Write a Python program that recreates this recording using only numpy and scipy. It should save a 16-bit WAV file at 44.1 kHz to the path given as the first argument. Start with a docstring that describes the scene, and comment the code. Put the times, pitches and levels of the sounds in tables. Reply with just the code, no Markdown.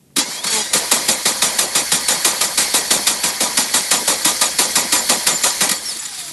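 """Cranking a car engine that never fires

A starter motor cranks the engine, heard from the open engine bay in a garage. Past each compression
the crank runs ahead: the gears knock across their slack (enveloped impacts), then grind as the motor
takes up the load again (tooth harmonics and scrape noise, coloured by casing rings). Block, body shell
and squeals join in; at the end the pinion lets go and the motor coasts down over the still garage."""
import sys
import numpy as np
from scipy import signal
from scipy.io import wavfile
from scipy.ndimage import uniform_filter1d

SR = 44100
rng = np.random.default_rng(int(sys.argv[2]) if len(sys.argv) > 2 else 0)


def store_pcm(level_fs):
    """Save levels as 16-bit WAV."""
    pcm = np.round(np.clip(level_fs, -1, 1) * 32767).astype(np.int16)
    wavfile.write(sys.argv[1], SR, np.atleast_2d(pcm).T)


N = 278786  # samples

# The compressions. 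Each row: start in seconds, then nominal levels of knock, grind and block rumble in dB.
COMPRESSIONS = [(.733, -15.5, -14.5, -21), (0.9142, -12.5, -14, -20), (1.084, -14, -16.5, -23.5),
                (1.2546, -16, -15.5, -21.5), (1.4201, -15.5, -14, -21.5), (1.5872, -14.5, -16.5, -22.5),
                (1.7511, -16, -14.5, -22.5), (1.9176, -15.5, -15, -23), (2.0834, -16, -14, -21),
                (2.2471, -13.5, -14, -21), (2.4099, -16.5, -16, -24.5), (2.576, -16, -13.5, -23.5),
                (2.7404, -15, -15, -22), (2.9072, -12.5, -14, -21), (3.069, -12.5, -15.5, -23.5),
                (3.2362, -17, -16, -23.5), (3.4054, -17, -15.5, -22.5), (3.5723, -15, -15, -23.5),
                (3.7395, -15, -14, -22.5), (3.9103, -13.5, -14, -21), (4.0773, -16.5, -14.5, -22),
                (4.2479, -16.5, -13.5, -21.5), (4.4126, -13.5, -15.5, -23.5), (4.5871, -14.5, -14, -21),
                (4.7551, -15, -14.5, -21), (4.9236, -14, -14, -22), (5.0926, -13.5, -14.5, -21.5),
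                (5.2669, -14, -15, -21.5), (5.4364, -16, -14, -23), (5.6079, -15.5, -15, -21)]
# The motor after the last compression. Each row: time in seconds, grind level in dB, rumble level in dB.
COAST_DOWN = [(5.686, -30, -30), (5.74, -25, -30.5), (5.79, -33, -40.5), (5.9, -29, -43.5),
              (6.03, -29.5, -51), (6.21, -28, -49.5), (6.32, -31.5, -53)]
TO_FREE_S, FREE_S = 5.74, 5.95  # the gear sound changes to free coasting between these times


def compression_cycle(t):
    """Cyclic loading: each compression slows the crank and loads the teeth, then the crank runs ahead."""
    teeth_per_compression = 193.0  # flywheel teeth that pass
    loaded_s, ease_s = 0.067, 0.0073  # the teeth bear hard, then the load eases off
    bite_s, slack_db, fade_db_per_s = 0.032, -2.5, -190  # the grind grows until the teeth bite, then fades
    light_db, light_db_per_s = -8.5, -17.5  # light grind relative to the row
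    rumble_db_per_s = -105  # the block rumble dies after each knock
    # Crank speed within a cycle. Each row: seconds after the start, share of the mean speed.
    speed_course = [(0, 1.18), (.04, 1.015), (.062, .975), (.09, .91), (.13, .945), (.17, .98)]
    start, _, row_db, block_db = np.transpose(COMPRESSIONS)
    beat = np.maximum(np.searchsorted(start, t) - 1, 0)
    since = t - start[beat]
    gap = np.gradient(start)[beat]
    load = np.interp(since, [loaded_s, loaded_s + ease_s], [1, 0])
    growing_db = slack_db * (1 - since / bite_s)
    hard_db = np.where(since < bite_s, growing_db, fade_db_per_s * (since - bite_s))
    eased_db = light_db + light_db_per_s * (since - loaded_s)
    grind_db = row_db[beat] + load * hard_db + (1 - load) * eased_db
    hz = teeth_per_compression / gap * np.interp(since, *np.transpose(speed_course))
    return [grind_db, block_db[beat] + rumble_db_per_s * since, hz, load]


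def motion():
    """Drive kinematics: spin-up, compressions and coast set levels, tooth rate in Hz, load and whine."""
    # The motor spinning up. Each row: time in seconds, grind level in dB, rumble level in dB,
    # tooth rate in Hz, load from 0 to 1.
    spin_up = [(.166, -31, -29, 614, 1), (.2, -19.5, -27, 655, 1), (.251, -30, -34.5, 707, 0.03),
               (.35, -27, -37.5, 788, 0.04), (.4, -31.5, -38, 834, 0), (0.432, -33, -39, 914, 0),
               (.446, -29, -31.5, 1105, .6), (.535, -17.5, -37, 1121, 0.94), (.6, -21, -30, 989.6, 1),
               (.635, -26.5, -38, 955, 0.14), (.724, -31, -37.5, 982, 0.15)]
    coast_hz, coast_hz_per_s = 1137, -880
    heave_db, loaded_db, light_db, free_db = -3.5, -7.5, -14, -7  # tooth whine relative to the scrape
    t = np.arange(N) / SR
    first_s = COMPRESSIONS[0][0]
    s, *columns = np.transpose(spin_up)
    spin = [np.interp(t, s, c) for c in columns]
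    s, *columns = np.transpose(COAST_DOWN)
    coast = [np.interp(t, s, c) for c in columns]
    coast.append(coast_hz + coast_hz_per_s * np.maximum(t - TO_FREE_S, 0))
    coast.append(0.23 * (t < TO_FREE_S))  # a light load until the change to free coasting
    joined = np.where(t < first_s, spin, np.where(t < s[0], compression_cycle(t), coast))
    grind_db, rumble_db, hz, load = uniform_filter1d(joined, size=200, axis=1)
    hard_whine_db = np.where(t < first_s, heave_db, loaded_db)
    light_whine_db = np.where((t > first_s) & (t < s[0]), light_db, free_db)
    whine_db = load * hard_whine_db + (1 - load) * light_whine_db
    return grind_db, rumble_db, hz, load, whine_db


def gears(hz, load, whine_db):
    """Gear meshing: uneven harmonics of the tooth rate in a scrape that swells with each tooth."""
    # Spectra under hard load, under light load and coasting. Each row: frequency in Hz, relative
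    # level in dB per Hz before the casing rings.
    loaded_colour = [(710, -10.5), (1200, -5), (1370, 2.5), (2370, 2), (3070, 0.5), (3500, 2), (5880, 4),
                     (6490, 5), (7030, 6), (11600, 2.5), (13100, -39.5)]
    light_colour = [(710, -19.5), (1200, -15), (1270, -7.5), (1590, 2), (1840, 1), (2140, 2.5), (2810, -5),
                    (3230, 0.5), (3710, -2.5), (4310, 4.5), (7770, 0), (11400, 2), (13100, -19.5)]
    free_colour = [(710, -36), (1200, -17), (2950, -16.5), (3710, -12), (4020, -15), (4580, -10.5),
                   (6300, -14.5), (8010, -11), (8680, -14.5), (10800, -9.5), (13100, -32)]
    turns = np.cumsum(hz * (1 + .012 * wander(70))) / SR  # in tooth periods
    teeth = np.zeros(N)
    for k in range(1, 12):
        teeth += min(k / 4, 1) * gain_of(3.0 * wander(160)) * np.cos(2 * np.pi * k * turns)
    free = np.interp(np.arange(N) / SR, [TO_FREE_S, FREE_S], [0, 1])
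    scrape = patchy(rattle(12000, 2.3), 1.7) * (1 + 0.056 * np.cos(2 * np.pi * turns))
    tooth_gain = (1 - .6 * free) * gain_of(whine_db + 1.2 * wander(900))
    drive = scrape + tooth_gain * evened(teeth)
    drive /= np.sqrt(1 + gain_of(whine_db) ** 2)
    load = np.clip(load, 0, 1)
    # square roots crossfade the power between the three contacts
    loaded = coloured(np.sqrt(load) * drive, loaded_colour, 3.3)
    light = coloured(np.sqrt((1 - load) * (1 - free)) * drive, light_colour, 0.86)
    uneven = drive * gain_of(1.65 * wander(500))
    coasting = coloured(np.sqrt((1 - load) * free) * uneven, free_colour, 1.23)
    return loaded + light + coasting


def whine(hz, load):
    """Resonance crossing: a lightly loaded tooth order sings at each ring; the freed armature hums."""
    singing = 4  # tooth order
    # Rings it crosses. Each row: frequency in Hz, width in Hz, nominal peak gain in dB.
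    sung_rings = [(3310, 80, -24), (3650, 400, -34), (4470, 150, -28)]
    # The coasting armature. Each row: order of the tooth rate, start in seconds, end in seconds,
    # mean level in dB.
    armature = [(1, 5.99, 6.32, -46.5), (2, 5.88, 6.2, -46.5), (5, 5.9, 6.3, -47), (7, 5.86, 6.12, -41)]
    t = np.arange(N) / SR
    turns = np.cumsum(hz * (1 + .006 * wander(150))) / SR
    ring = sum(gain_of(db) / (1 + (2 * (singing * hz - c) / w) ** 2) for c, w, db in sung_rings)
    meshed = (1 - np.clip(load, 0, 1)) * (t < COAST_DOWN[0][0])
    out = meshed * ring * gain_of(2.5 * wander(250)) * np.sin(2 * np.pi * singing * turns)
    for order, start, end, db in armature:
        swell = np.interp(t, [start, start + 0.032, end - .04, end], [0, 1, 1, 0])
        out += swell * gain_of(db + 4.0 * wander(220)) * np.sin(2 * np.pi * order * turns)
    return out


def knocks():
    """Impact across the gear slack: contacts under a quick rise and a slower rounded fall."""
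    # The pinion thrown in, catching and thrown out. Each row: start in seconds, nominal level in dB.
    pinion = [(0.1638, -17.5), (.1828, -16), (.44, -23), (.4679, -25), (5.691, -18.5), (5.713, -19.5)]
    # Spectrum. Each row: frequency in Hz, relative level in dB per Hz before the casing rings.
    struck_colour = [(710, -36.5), (1200, -6), (2340, -6), (2980, -6), (3900, -5), (4350, -5), (5010, -2),
                     (6240, -5.5), (10900, -2), (11700, -8), (13100, -24.5)]
    peak_s, peak_db = 0.0049, 5.5  # the peak comes after the row's start and above its level
    rise_s, fall_s = 0.0053, 0.012
    envelope, u = np.zeros(N), np.arange(-900, 2600) / SR
    shape = np.exp(-np.where(u < 0, (u / rise_s) ** 2, abs(u / fall_s) ** 1.19))
    for s, db in [row[:2] for row in COMPRESSIONS + pinion]:
        envelope[round((s + peak_s + u[0]) * SR):][:len(u)] += gain_of(db + peak_db) * shape
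    return coloured(envelope * rattle(9000, 4.9), struck_colour, 4.7)


def thumps():
    """Damped oscillation: the block rocks on its mounts in short low swings."""
    # Each row: time in seconds, envelope peak in dB, frequency in Hz.
    swings = [(0.1719, -18, 304), (0.1835, -12.5, 289), (.458, -32, 242), (0.479, -33, 237),
              (.756, -23, 270), (.935, -22, 226), (1.095, -21, 256), (1.781, -25, 328), (1.93, -22.5, 177),
              (2.107, -24, 246), (2.259, -19, 364.5), (2.587, -30, 183), (2.749, -23, 277),
              (2.918, -19, 252), (3.248, -23, 181), (3.433, -19.5, 245), (3.587, -16, 237),
              (3.93, -22.5, 188), (4.109, -22.5, 316.6), (4.261, -14.5, 307), (4.603, -18, 357.6),
              (4.781, -19.5, 259), (4.934, -15, 298.8), (5.118, -21, 241), (5.279, -25, 184.3),
              (5.621, -19, 189), (5.696, -34, 316), (5.714, -22, 194)]
    out, u = np.zeros(N), np.arange(-400, 2400) / SR
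    shape = np.where(u < 0, np.exp(-(u / 0.0022) ** 2), np.exp(-u / 0.0074))
    for (s, db, hz), turn in zip(swings, rng.random(len(swings))):
        swing = np.sin(2 * np.pi * (hz * u + turn))
        out[round((s + u[0]) * SR):][:len(u)] += gain_of(db) * shape * swing
    return out


def block(rumble_db, started):
    """Low cut: rumble and thumps of the block, thinned at the lowest pitches as by a microphone's low cut."""
    # Spectrum. Each row: frequency in Hz, relative level in dB per Hz before the casing rings.
    block_colour = [(59, -48), (110, -13), (177, -4.5), (259, -1), (447, -3.5), (544, -3.5), (597, -1),
                    (1010, -2), (1090, -3), (1210, -8.5), (1600, -17), (2080, -42), (3520, -120)]
    contacts = patchy(rattle(2500, 2.3), 2.12)
    rumble = coloured(started * gain_of(rumble_db) * contacts, block_colour, 6.8)
    low_cut = signal.butter(4, 121, "high", fs=SR, output="sos")  # Hz
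    return signal.sosfilt(low_cut, rumble + thumps())


def growl():
    """Harmonic series: a rough stack swells, sags in pitch and dies as the crank first heaves over."""
    peak_s, level_db, peak_hz, hz_per_s = .57, -29, 218, -165
    swell_db_per_s, fade_s = 192, 0.043
    # Each entry: mean relative level in dB of one harmonic, from the first upward.
    harmonics = [-6, 1, -9, 4.5, -5]
    late = np.arange(N) / SR - peak_s
    hz = (peak_hz + hz_per_s * np.clip(late, -1, 1)) * (1 + 0.01 * wander(200))
    turns = np.cumsum(hz) / SR
    stack = np.zeros(N)
    for k, db in enumerate(harmonics, 1):
        stack += gain_of(db + 2.5 * wander(333)) * np.sin(2 * np.pi * k * turns)
    swell = gain_of(swell_db_per_s * np.minimum(late, 0))
    fade = np.exp(-(np.maximum(late, 0) / fade_s) ** 2)
    return gain_of(level_db) * swell * fade * stack


def squeals_and_hums():
    """Frequency modulation: short gliding tones waver, with a second harmonic and a scratchy level."""
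    # First two glides of a singing tooth order, then brief squeals of a slipping contact, then low
    # hums as the crank settles. Each row: start in seconds, length in seconds, first Hz, last Hz,
    # nominal rms level of the fundamental in dB.
    glides_and_squeals = [(0.588, 0.038, 3170, 3440, -29), (0.628, 0.064, 3400, 3980, -35),
                          (3.962, 0.03, 7010, 7150, -21.5), (4.448, .027, 6880, 6850, -21),
                          (4.63, .036, 7130, 7200, -23), (4.755, 0.024, 7190, 7050, -24),
                          (4.966, .052, 7080, 7200, -21), (5.126, .02, 6800, 6850, -26),
                          (5.308, 0.032, 7100, 7100, -19), (5.336, 0.043, 7120, 7200, -19),
                          (5.415, 0.035, 7200, 7080, -23), (5.493, .035, 7230, 7100, -26),
                          (5.75, .042, 7200, 7160, -29.5), (5.85, 0.035, 5470, 5650, -25),
                          (5.87, .045, 5550, 4970, -26), (5.899, .04, 4830, 4170, -30),
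                          (5.991, 0.019, 7000, 7000, -28), (5.997, .02, 7900, 8000, -29),
                          (6.051, .016, 6950, 7100, -25)]
    settling = [(5.9, 0.11, 234, 226, -50), (5.955, 0.022, 348, 317, -42), (6.22, 0.17, 143.3, 149, -50),
                (6.27, 0.069, 327, 341, -48)]
    out, waver, scratch = np.zeros(N), wander(60), gain_of(1.5 * wander(120))
    for s, length, first_hz, last_hz, db in glides_and_squeals + settling:
        begin, count = round(s * SR), round(length * SR)
        part = out[begin:][:count]
        glide = np.linspace(first_hz, last_hz, len(part))
        phase = 2 * np.pi * np.cumsum(glide * (1 + .004 * waver[begin:][:len(part)])) / SR
        fade = signal.windows.tukey(count, .7)[:len(part)]
        part += gain_of(db) * np.sqrt(2) * fade * (np.sin(phase) + 0.59 * np.sin(2 * phase))
    return out * scratch


def body_shake():
    """Forced vibration: low coloured noise for the body shell shaking."""
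    # Spectrum. Each row: frequency in Hz, relative level in dB per Hz.
    shake_colour = [(13, -38), (22, -17), (54, 8), (86, 7), (110, -14.5), (140, -27), (240, -120)]
    # Each row: time in seconds, level in dB.
    shake_course = [(.16, -89), (.75, -55), (5.7, -55), (6.0, -66)]
    level_db = np.interp(np.arange(N) / SR, *np.transpose(shake_course))
    return gain_of(level_db) * coloured(rng.standard_normal(N), shake_colour, -21)


def key_click():
    """Low-pass transmission: the key turns far off in the cabin, a dulled decaying noise burst."""
    key_s, key_db = .104, -43  # level at the onset, ahead of the dulling
    t = np.arange(N) / SR
    decay = np.exp(-np.maximum(t - key_s, 0) / 0.0068) * (t > key_s)
    dulling = signal.butter(2, 1600, fs=SR, output="sos")  # Hz
    return signal.sosfilt(dulling, gain_of(key_db) * decay * rng.standard_normal(N))


def bay(x, t60):
    """Reverberation: sparse reflections from bonnet and walls fall 60 dB in t60 seconds."""
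    at = np.arange(100, 12000, 22) + rng.integers(0, 22, 541)
    taps = np.zeros(12100)
    taps[at] = rng.choice([-1., 1.], len(at)) * gain_of(-60 * at / SR / t60)
    return signal.oaconvolve(x, taps / np.linalg.norm(taps))[:N]


def still_garage():
    """Stationary ambient noise: the still air of the garage."""
    # Spectrum. Each row: frequency in Hz, relative level in dB per Hz.
    air_colour = [(18, -70), (30, -36), (63, -11), (85, -3), (99, -19), (141, 4), (478, -12.5), (1260, -26),
                  (10300, -24), (13000, -25)]
    return gain_of(-52.5) * coloured(rng.standard_normal(N), air_colour, -30)


def gain_of(db):
    """Logarithmic level: dB to amplitude gain."""
    return 10 ** (np.asarray(db) / 20)


def evened(x):
    """Power normalization: scales to rms 1."""
    return x / np.sqrt(np.mean(x ** 2) + 1e-20)


def wander(samples):
    """Smoothed randomness: twice averaged noise of rms 1."""
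    once = uniform_filter1d(rng.standard_normal(N), samples)
    return evened(uniform_filter1d(once, samples))


def rattle(per_s, spread_db):
    """Random impulse train: dense metal contacts of random sign, a few of them large."""
    hit, big, side = rng.random((3, N))
    size = gain_of(-spread_db * np.log(big + 0.068))
    return evened((hit < per_s / SR) * np.sign(side - .5) * size)


def patchy(x, spread_db):
    """Time-varying contact: patches of the spectrum swell and sink at random."""
    z = signal.stft(x, nperseg=256)[2]
    across_hz = uniform_filter1d(rng.standard_normal(z.shape), size=4, axis=0)
    field = uniform_filter1d(across_hz, size=7, axis=1)
    return signal.istft(z * gain_of(spread_db * evened(field)), nperseg=256)[1][:N]


def coloured(x, points, ring_db):
    """Minimum-phase filtering: a causal spectrum with the casing's resonances standing out of it."""
    # Rings of starter and bell housing. 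Each row: frequency in Hz, width in Hz, peak in dB
    # relative to ring_db.
    casing_rings = [(532, 30, -1.5), (845, 20, -4), (976, 11, 2), (1211, 40, 2), (1924, 40, 3),
                    (2117, 26, 2), (2390, 36, 1), (3310, 56, 1), (3612, 45, 2), (3890, 90, 3),
                    (4155, 50, 1), (4428, 70, 1.5), (4882, 40, 1), (5847, 40, 1), (6916, 40, 1),
                    (7149, 70, 1), (7560, 38, 0), (8839, 70, 1), (9434, 70, 1), (11256, 60, 1)]
    hz = abs(np.fft.fftfreq(8192, 1 / SR))
    f, db = np.transpose(points)
    rings = sum(gain_of(ring_db + d) ** 2 / (1 + (2 * (hz - c) / w) ** 2) for c, w, d in casing_rings)
    base_db = np.maximum(np.interp(np.log(hz + 1), np.log(f), db), -90)
    log_gain = np.log(gain_of(base_db) * np.sqrt(1 + rings))
    # the Hilbert transform of the log gain gives the minimum phase
    taps = np.fft.ifft(np.exp(np.conj(signal.hilbert(log_gain)))).real[:4096]
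    return signal.oaconvolve(x, taps / np.linalg.norm(taps))[:len(x)]


def scene():
    """Superposition: gears, knocks, block and shell with their reflections, over the still garage."""
    grind_db, rumble_db, hz, load, whine_db = motion()
    started = np.interp(np.arange(N) / SR, [.159, .166], [0, 1])
    grind = gain_of(grind_db) * gears(hz, load, whine_db)
    engine = started * (grind + whine(hz, load) + body_shake())
    engine += knocks() + block(rumble_db, started) + growl() + squeals_and_hums()
    reflections = gain_of(-17) * bay(engine, 0.18)
    return (engine + reflections + key_click() + still_garage())[None]


def record(dry):
    """Soft saturation and band limit: the input stage rounds off the loudest knocks."""
    taps = signal.firwin(401, 13200, window=("kaiser", 9), fs=SR)  # edge in Hz
    rounded = dry / (1 + (abs(dry) / .8) ** 4) ** .25
    return signal.oaconvolve(rounded, taps[None], "same")


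dry = scene()
out = record(dry)
store_pcm(out)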